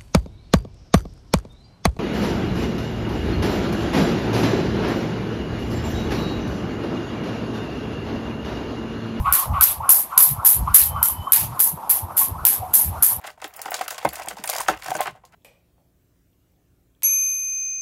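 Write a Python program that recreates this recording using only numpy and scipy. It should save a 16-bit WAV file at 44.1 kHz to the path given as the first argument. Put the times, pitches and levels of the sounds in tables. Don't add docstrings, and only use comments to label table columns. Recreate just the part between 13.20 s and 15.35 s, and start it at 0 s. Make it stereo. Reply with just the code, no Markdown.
import sys
import numpy as np
from scipy import signal
from scipy.fft import rfft, irfft, next_fast_len
from scipy.io import wavfile

SR = 44100
rng = np.random.default_rng(int(sys.argv[2]) if len(sys.argv) > 2 else 0)


def volts(x):
    e = np.asarray(x, float) / 20
    return 10 ** e


def unload_audio(sound):
    columns = np.transpose(np.atleast_2d(sound))
    steps = np.round(np.clip(columns, -1, 1) * 32767)
    wavfile.write(sys.argv[1], SR, steps.astype(np.int16))


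N = 94815
LEFT_LAG_S, LEFT_HIGH_DB = .0001, -1.18


def rms_one(x):
    return x / np.sqrt(np.mean(x ** 2) + 1e-20)


def at_hz(points, hz):
    table_hz, table_db = np.transpose(points)
    return np.interp(np.log(hz), np.log(table_hz), table_db)


def drift(rate_hz):
    r = np.exp(-2 * np.pi * rate_hz / SR)
    noise = rng.standard_normal(N + SR)
    return rms_one(signal.lfilter([1], [1, -2 * r, r * r], noise)[SR:])


def fading(s, gains, decay_s, rise_s=.0001):
    marks = np.zeros(N)
    np.add.at(marks, (np.asarray(s) * SR).astype(int), gains)
    rise = np.exp(-1 / (rise_s * SR))
    swell = signal.lfilter([1 - rise], [1, -rise], marks + 1e-18)
    return signal.lfilter([1], [1, -np.exp(-1 / (decay_s * SR))], swell)


def ring(force, hz, t60):
    r, w = volts(-60 / (t60 * SR)), 2 * np.pi * hz / SR
    level = np.sqrt(2 * (1 - r * r))
    return level * signal.lfilter([0, np.sin(w)], [1, -2 * r * np.cos(w), r * r], force)


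def placed(x, lag_s, left_db):
    delay = np.exp(-2j * np.pi * np.fft.rfftfreq(N, 1 / SR) * lag_s)
    left = irfft(rfft(x) * delay, N)
    return np.array([left * volts(left_db), x * volts(-left_db)])


# (time [s], peak level [dB], upper modes [dB])
POPS = [(0.041, -43, 5), (0.045, -34.5, 6.5), (0.067, -46, -14), (0.085, -40.5, 6.5),
        (0.124, -67, -35), (0.175, -43, -12), (0.2, -49, 7), (0.221, -27, -2), (0.244, -19.5, -2.5),
        (0.348, -38.5, -2.5), (0.391, -29.5, -9), (0.457, -25.5, 2.5), (0.5, -34, -7),
        (0.517, -30, 4), (0.541, -28, 2), (0.554, -26.5, -13), (0.611, -20.5, 2.5), (0.679, -34.5, 9),
        (0.708, -28, 4.5), (0.722, -26.5, -13), (0.744, -31, -19), (0.78, -29, 0), (0.827, -32, -12),
        (0.85, -6, -10.5), (0.957, -44, 0), (0.994, -27, -7),
        (1.011, -30, -14), (1.051, -27.5, -17), (1.072, -26.5, -4), (1.111, -25, -4),
             (1.169, -28, -28), (1.241, -24, -2.5), (1.277, -32, -4), (1.291, -19.5, -5.5),
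             (1.329, -23, -12), (1.355, -23.5, -2.5), (1.379, -19, -7.5), (1.397, -18, -4), (1.408, -33, 5),
             (1.483, -7, -3.5), (1.495, -12.5, -12), (1.51, -33, 1), (1.624, -51, 17), (1.658, -24.5, -3),
             (1.682, -22, -5), (1.703, -27, -18), (1.713, -26.5, -2), (1.75, -21, -9), (1.789, -32, -14.5),
             (1.801, -21, -15), (1.812, -18.5, -14.5), (1.857, -25, -2.5), (1.873, -19.5, -3),
             (1.95, -36.5, -21.5), (2.036, -40, -13.5)]
# (time [s], peak level [dB], tilt [dB per octave])
PUSHES = [(0.242, -41.5, 4), (0.452, -51, 20.5), (0.609, -46, -9), (0.851, -25, 2), (1.071, -41.5, -8.5),
          (1.124, -38.5, -12), (1.19, -31.5, -6), (1.492, -23, -2), (1.685, -34, -22.5), (1.748, -28, -5),
          (1.874, -33.5, -7)]
# (frequency [Hz], level [dB], t60 [s])
PUSH_MODES = [(147, -10, .12), (194.3, -6.5, 0.12), (317, 2, 0.08), (416.4, 3.5, 0.077)]
HOLLOW_MODES = [(498, -14, 0.088), (612.6, -6.5, 0.059), (722, -8, 0.061), (770, 1, 0.019),
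                (865, -6.5, 0.0043), (932.5, -6.5, 0.023), (1057, -10.5, 0.072)]
UPPER_MODES = [(1147, -7.5, 0.061), (1315, 4.5, 0.013), (1549, -1, 0.017), (1860, -4.5, 0.016),
               (1930, -2, 0.0074), (2137, -12, 0.099), (2565, -4, 0.003), (2840, -0.5, 0.0043)]


def tray_body(strain_db):
    pop_burst_s, push_burst_s = 0.0027, 0.012
    pop_s, pop_db, upper_db = np.transpose(POPS)
    pop_db = pop_db - 6.5
    push_s, push_db, tilt_db = np.transpose(PUSHES)
    crackle = volts(strain_db) * grains()
    flips = struck(PUSH_MODES, push_s, push_db - 9, push_burst_s, volts(-25.5) * crackle, tilt_db)
    hollow = struck(HOLLOW_MODES, pop_s, pop_db, pop_burst_s, volts(-4) * crackle)
    near_end, far_end = [
        struck(UPPER_MODES[k::2], pop_s, pop_db + upper_db, pop_burst_s, volts(-5.5) * crackle)
        for k in range(2)]
    body = placed(flips + hollow + near_end, .00008, 0.44)
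    return body + placed(far_end, 1.92 * LEFT_LAG_S, LEFT_HIGH_DB)


def struck(modes, s, db, burst_s, stir, tilt_db=0):
    rise_s, tail_s, tail_db, mode_spread_db = 0.0013, 0.013, -18.5, 3
    spread = rng.standard_normal((len(s), len(modes)))
    out = 0
    for k, (hz, level_db, t60) in enumerate(modes):
        gains = volts(db + tilt_db * np.log2(hz / 250) + mode_spread_db * spread[:, k])
        gains = gains * np.sqrt(1 + t60 / burst_s / 7)
        burst = fading(s, gains, burst_s, rise_s)
        tail = volts(tail_db) * fading(s, gains, tail_s)
        force = (burst + tail + stir) * rng.standard_normal(N)
        out = out + volts(level_db) * ring(force, hz, t60)
    low_cut = signal.butter(2, 1.286 * modes[0][0], "high", fs=SR, output="sos")
    return signal.sosfilt(low_cut, out)


# (time [s], peak level [dB], tilt [dB per octave])
SNAPS = [(0.013, -48.5, 14), (0.0407, -31, -5), (0.0683, -31, -7), (0.1017, -35, -4),
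         (0.2165, -23.5, -4.5), (0.2421, -16.5, -6), (0.2763, -68, 42), (0.3377, -28, 0.5),
         (0.363, -38.5, 19.5), (0.392, -26.5, -4.5), (0.416, -18, 6), (0.4554, -20.5, -2),
         (0.5066, -30.5, 16.5), (0.542, -8, -4), (0.566, -18.5, -3), (0.592, -21.5, -9.5),
         (0.611, -15.5, -3.5), (0.6798, -11.5, -1.5), (0.7051, -11.5, 2.5), (0.7439, -22, -6),
         (0.7799, -19.5, -5.5), (0.8152, -37.5, -18), (0.848, -21, 3.5), (0.8587, -30, -13.5),
         (0.8889, -16.5, -1.5), (0.9321, -32, 14), (0.9554, -15, -3), (1.0196, -22.5, -7.5),
         (1.059, -28.5, 6),
         (1.0845, -12, 0.5), (1.1678, -28.5, -7.5), (1.184, -26.5, -8.5), (1.2384, -10.5, -1.5),
              (1.2558, -33, 23), (1.2754, -11.5, -3.5), (1.2911, -12.5, 3), (1.2974, -10, 4.5),
              (1.315, -31.5, -22), (1.3293, -18, -2), (1.3348, -17, -1), (1.3493, -14.5, 0),
              (1.363, -13, 0.5), (1.3825, -12, -0.5), (1.404, -13, 4.5), (1.4137, -19.5, 0.5),
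              (1.476, -25, -10.5), (1.483, -4.5, -3.5), (1.6218, -25.5, -7.5), (1.633, -30, 5),
              (1.645, -24, -3.5), (1.661, -21, -7), (1.6815, -25, 0.5), (1.741, -29, 5.5),
              (1.7516, -15.5, -3), (1.7654, -29.5, 15), (1.8068, -19.5, 11.5), (1.8142, -27.5, -18.5),
              (1.8565, -30.5, 2), (1.8697, -20.5, -11.5), (2.051, -34.5, -0.5), (2.122, -44, -4)]
# (frequency [Hz], level [dB])
SNAP_COLOUR = [(2000, -7.5), (3200, -4), (5000, 0), (7000, 2.5), (10000, 1), (14000, 1), (16000, -5)]


def creases(crackle_db):
    burst_s, rise_s, snap_db = 0.00084, 0.00094, -3.5
    tail_s, tail_rise_s, tail_db = 0.013, 0.0013, -22.5
    ring_cycles, spread_db, lag_spread_s = 17, 4.5, .00003
    s, db, tilt_db = np.transpose(SNAPS)
    spread = rng.standard_normal((len(s), 24))
    rattle = grains()
    places = np.zeros((5, N))
    for k, hz in enumerate(np.geomspace(2200, 15500, num=24)):
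        uneven_db = spread_db * spread[:, k]
        gains = volts(db + snap_db + tilt_db * np.log2(hz / 6000) + uneven_db)
        burst = fading(s, gains, burst_s, rise_s)
        tail = volts(tail_db) * fading(s, gains * volts(-.5 * uneven_db), tail_s, tail_rise_s)
        force = burst + tail * (1.67 + .5 * rattle) + volts(crackle_db) * rattle
        rung = ring(force * rng.standard_normal(N), hz, ring_cycles / hz)
        places[k % 5] += volts(at_hz(SNAP_COLOUR, hz) - 12.5) * rung
    low_cut = signal.butter(2, 1700, "high", fs=SR, output="sos")
    places = signal.sosfilt(low_cut, places)
    return sum(placed(x, LEFT_LAG_S + (k - 2) * lag_spread_s, LEFT_HIGH_DB)
               for k, x in enumerate(places))


def grains():
    per_s, size_db, clump_db, burst_s, rise_s = 360, 2, 5.5, 0.0019, 0.00038
    born = rng.random(N) < per_s * volts(clump_db * drift(25)) / SR
    size = volts(size_db * np.minimum(rng.exponential(1, N), 2.5))
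    return rms_one(fading(np.arange(N) / SR, born * size, burst_s, rise_s))


# (time [s], peak level [dB], frequency [Hz], t60 [s])
PINGS = [(.416, -19, 15400, .01), (0.459, -20.5, 1000, 0.02), (.5064, -16, 15600, 0.011),
         (.518, -20, 716, 0.03), (.5423, -6.5, 4590, 0.023), (.61, -13, 759, 0.05),
         (0.705, -27, 13000, .008), (.849, -23.5, 796, 0.11), (.849, -8.5, 563, 0.048),
         (.849, -10, 942, 0.051), (0.851, -24, 141, 0.11), (.9315, -23, 12800, .008), (1.05, -29, 760, .03),
         (1.0859, -11, 8770, 0.0034), (1.193, -31, 199, 0.035), (1.2393, -20, 8900, 0.012),
         (1.275, -15.5, 8800, 0.0086), (1.2983, -4, 14150, 0.014), (1.397, -20, 810, 0.02),
         (1.403, -15.5, 8700, 0.006), (1.407, -13.5, 985, 0.02), (1.4835, -9.5, 6420, 0.02),
         (1.486, -6, 1335, 0.033), (1.49, -14.5, 584, 0.067), (1.49, -13, 758, 0.033),
         (1.492, -19, 344, 0.05), (1.685, -24, 720, .04), (1.717, -10.5, 748, 0.053),
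         (1.751, -19, 1520, 0.047), (1.791, -19.5, 770, 0.043), (1.8045, -8, 762, 0.031),
         (1.876, -25.5, 794, 0.052)]


def pings():
    return damped_tones(PINGS)


# (time [s], peak level [dB], frequency [Hz], t60 [s])
THUMPS = [
    (.862, -39, 70, .35),
    (1.09, -48, 60, .2),
    (1.14, -52, 150, .1),
    (1.41, -47, 48, .2),
    (1.5, -38, 55, .3),
    (1.56, -43, 98, .15),
    (1.92, -43, 119, 0.13),
    (1.98, -50, 55, 0.16),
]


def thumps():
    return damped_tones(THUMPS)


def damped_tones(events):
    rise_cycles, lag_s, pan_db_per_octave = 0.49, .0001, -0.5
    out, t = np.zeros((2, N + SR)), np.arange(SR // 2) / SR
    age = np.maximum(t - np.array([[lag_s], [0]]), 0)
    for s, db, hz, t60 in events:
        left_db = pan_db_per_octave * np.log2(hz / 1000)
        envelope = volts(db - 60 * age / t60) * (1 - np.exp(-age * hz / rise_cycles))
        tone = envelope * np.sin(2 * np.pi * hz * age)
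        i = int(s * SR)
        out[:, i:i + len(t)] += tone * volts(np.array([[left_db], [-left_db]]))
    return out[:, :N]


def handling(strain_db):
    centre_hz, level_db, follows_strain = 55, -66.5, 0.15
    band = signal.butter(2, [centre_hz * 0.23, centre_hz * 2.7], "band", fs=SR, output="sos")
    rumble = rms_one(signal.sosfilt(band, rng.standard_normal(N + SR))[SR:])
    grip_db = follows_strain * (strain_db - strain_db.mean())
    growth_db = 8 * np.arange(N) / N
    return volts(level_db + grip_db + growth_db + 1.5 * drift(5.1)) * rumble


def room(x):
    t60_s, wall_cut_hz = 0.13, 63000
    size = next_fast_len(N + SR)
    turn = -2j * np.pi * np.fft.rfftfreq(size, 1 / SR)
    out = np.zeros((2, len(turn)), complex)
    for k, lag_s in enumerate(rng.uniform(.006, .03, 16)):
        wall = 1 / (1 - turn / (2 * np.pi * wall_cut_hz))
        loop = volts(-60 * lag_s / t60_s) * np.exp(turn * lag_s) * wall
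        out[k % 2] += loop / (1 - loop) * (-1) ** (k // 2)
    return irfft(out * rfft(x, size), size)[:, :N]


# (frequency [Hz], level [dB per Hz])
FLOOR = [(24, -39), (40, -4.5), (200, -18.5), (751, -2), (5180, -30), (7730, -24), (16000, -30)]


def room_tone():
    shape = volts(at_hz(FLOOR, np.fft.rfftfreq(N, 1 / SR) + 1))
    mid, side = irfft(rfft(rng.standard_normal((2, N))) * shape, N)
    return volts(-66) * rms_one(mid + 0.88 * side * [[1], [-1]])


# (time [s], crackle level [dB])
STRAIN = [(0, -53), (0.069, -36.5), (0.15, -63.5), (0.238, -47.5), (0.318, -57.5), (.5, -34),
          (0.701, -46.5), (0.829, -47), (.99, -36.5), (1.15, -49), (1.3, -43.5), (1.42, -33.5),
          (1.602, -42.5), (1.699, -30.5), (1.868, -38), (1.93, -53.5), (2.03, -75.5), (2.15, -61.5)]


def scene():
    strain_db = np.interp(np.arange(N) / SR, *np.transpose(STRAIN))
    tray = tray_body(strain_db) + creases(strain_db - 8.5)
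    close = tray + pings() + thumps()
    return close + handling(strain_db) + volts(-15) * room(tray) + room_tone()


# (from [s], to [s])
STARVED = [(.33, .413), (.49, .505), (.688, .704), (.785, .8), (.862, .886), (.895, .928), (1.062, 1.082),
           (1.246, 1.272), (1.464, 1.48), (1.625, 1.658), (1.753, 1.8)]


def starved(x):
    share, drop_db, from_hz = .33, -30, 3400
    hz, t, z = signal.stft(x, SR, nperseg=256)
    inside = np.any([(t > a) & (t < b) for a, b in STARVED], axis=0)
    luck = rng.random((len(hz) // 4 + 1, len(t) // 2 + 1))
    luck = luck.repeat(4, axis=0).repeat(2, axis=1)[:len(hz), :len(t)]
    lost = (luck < share) & inside & (hz[:, None] > from_hz)
    thinned = z * np.where(lost, volts(drop_db), 1)
    return signal.istft(thinned, SR, nperseg=256)[1][:, :N]


def band_limit(x):
    return signal.sosfilt(signal.butter(12, 16820, fs=SR, output="sos"), x)


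def record(dry):
    rumble_cut = signal.butter(3, 42, "high", fs=SR, output="sos")
    top_cut = signal.cheby1(10, .5, 15850, fs=SR, output="sos")
    x = signal.sosfilt(rumble_cut, np.tanh(dry))
    x = signal.sosfilt(top_cut, x)
    mix = np.clip(starved(x), -1, 1)
    return band_limit(mix)


dry = scene()
out = record(dry)
unload_audio(out)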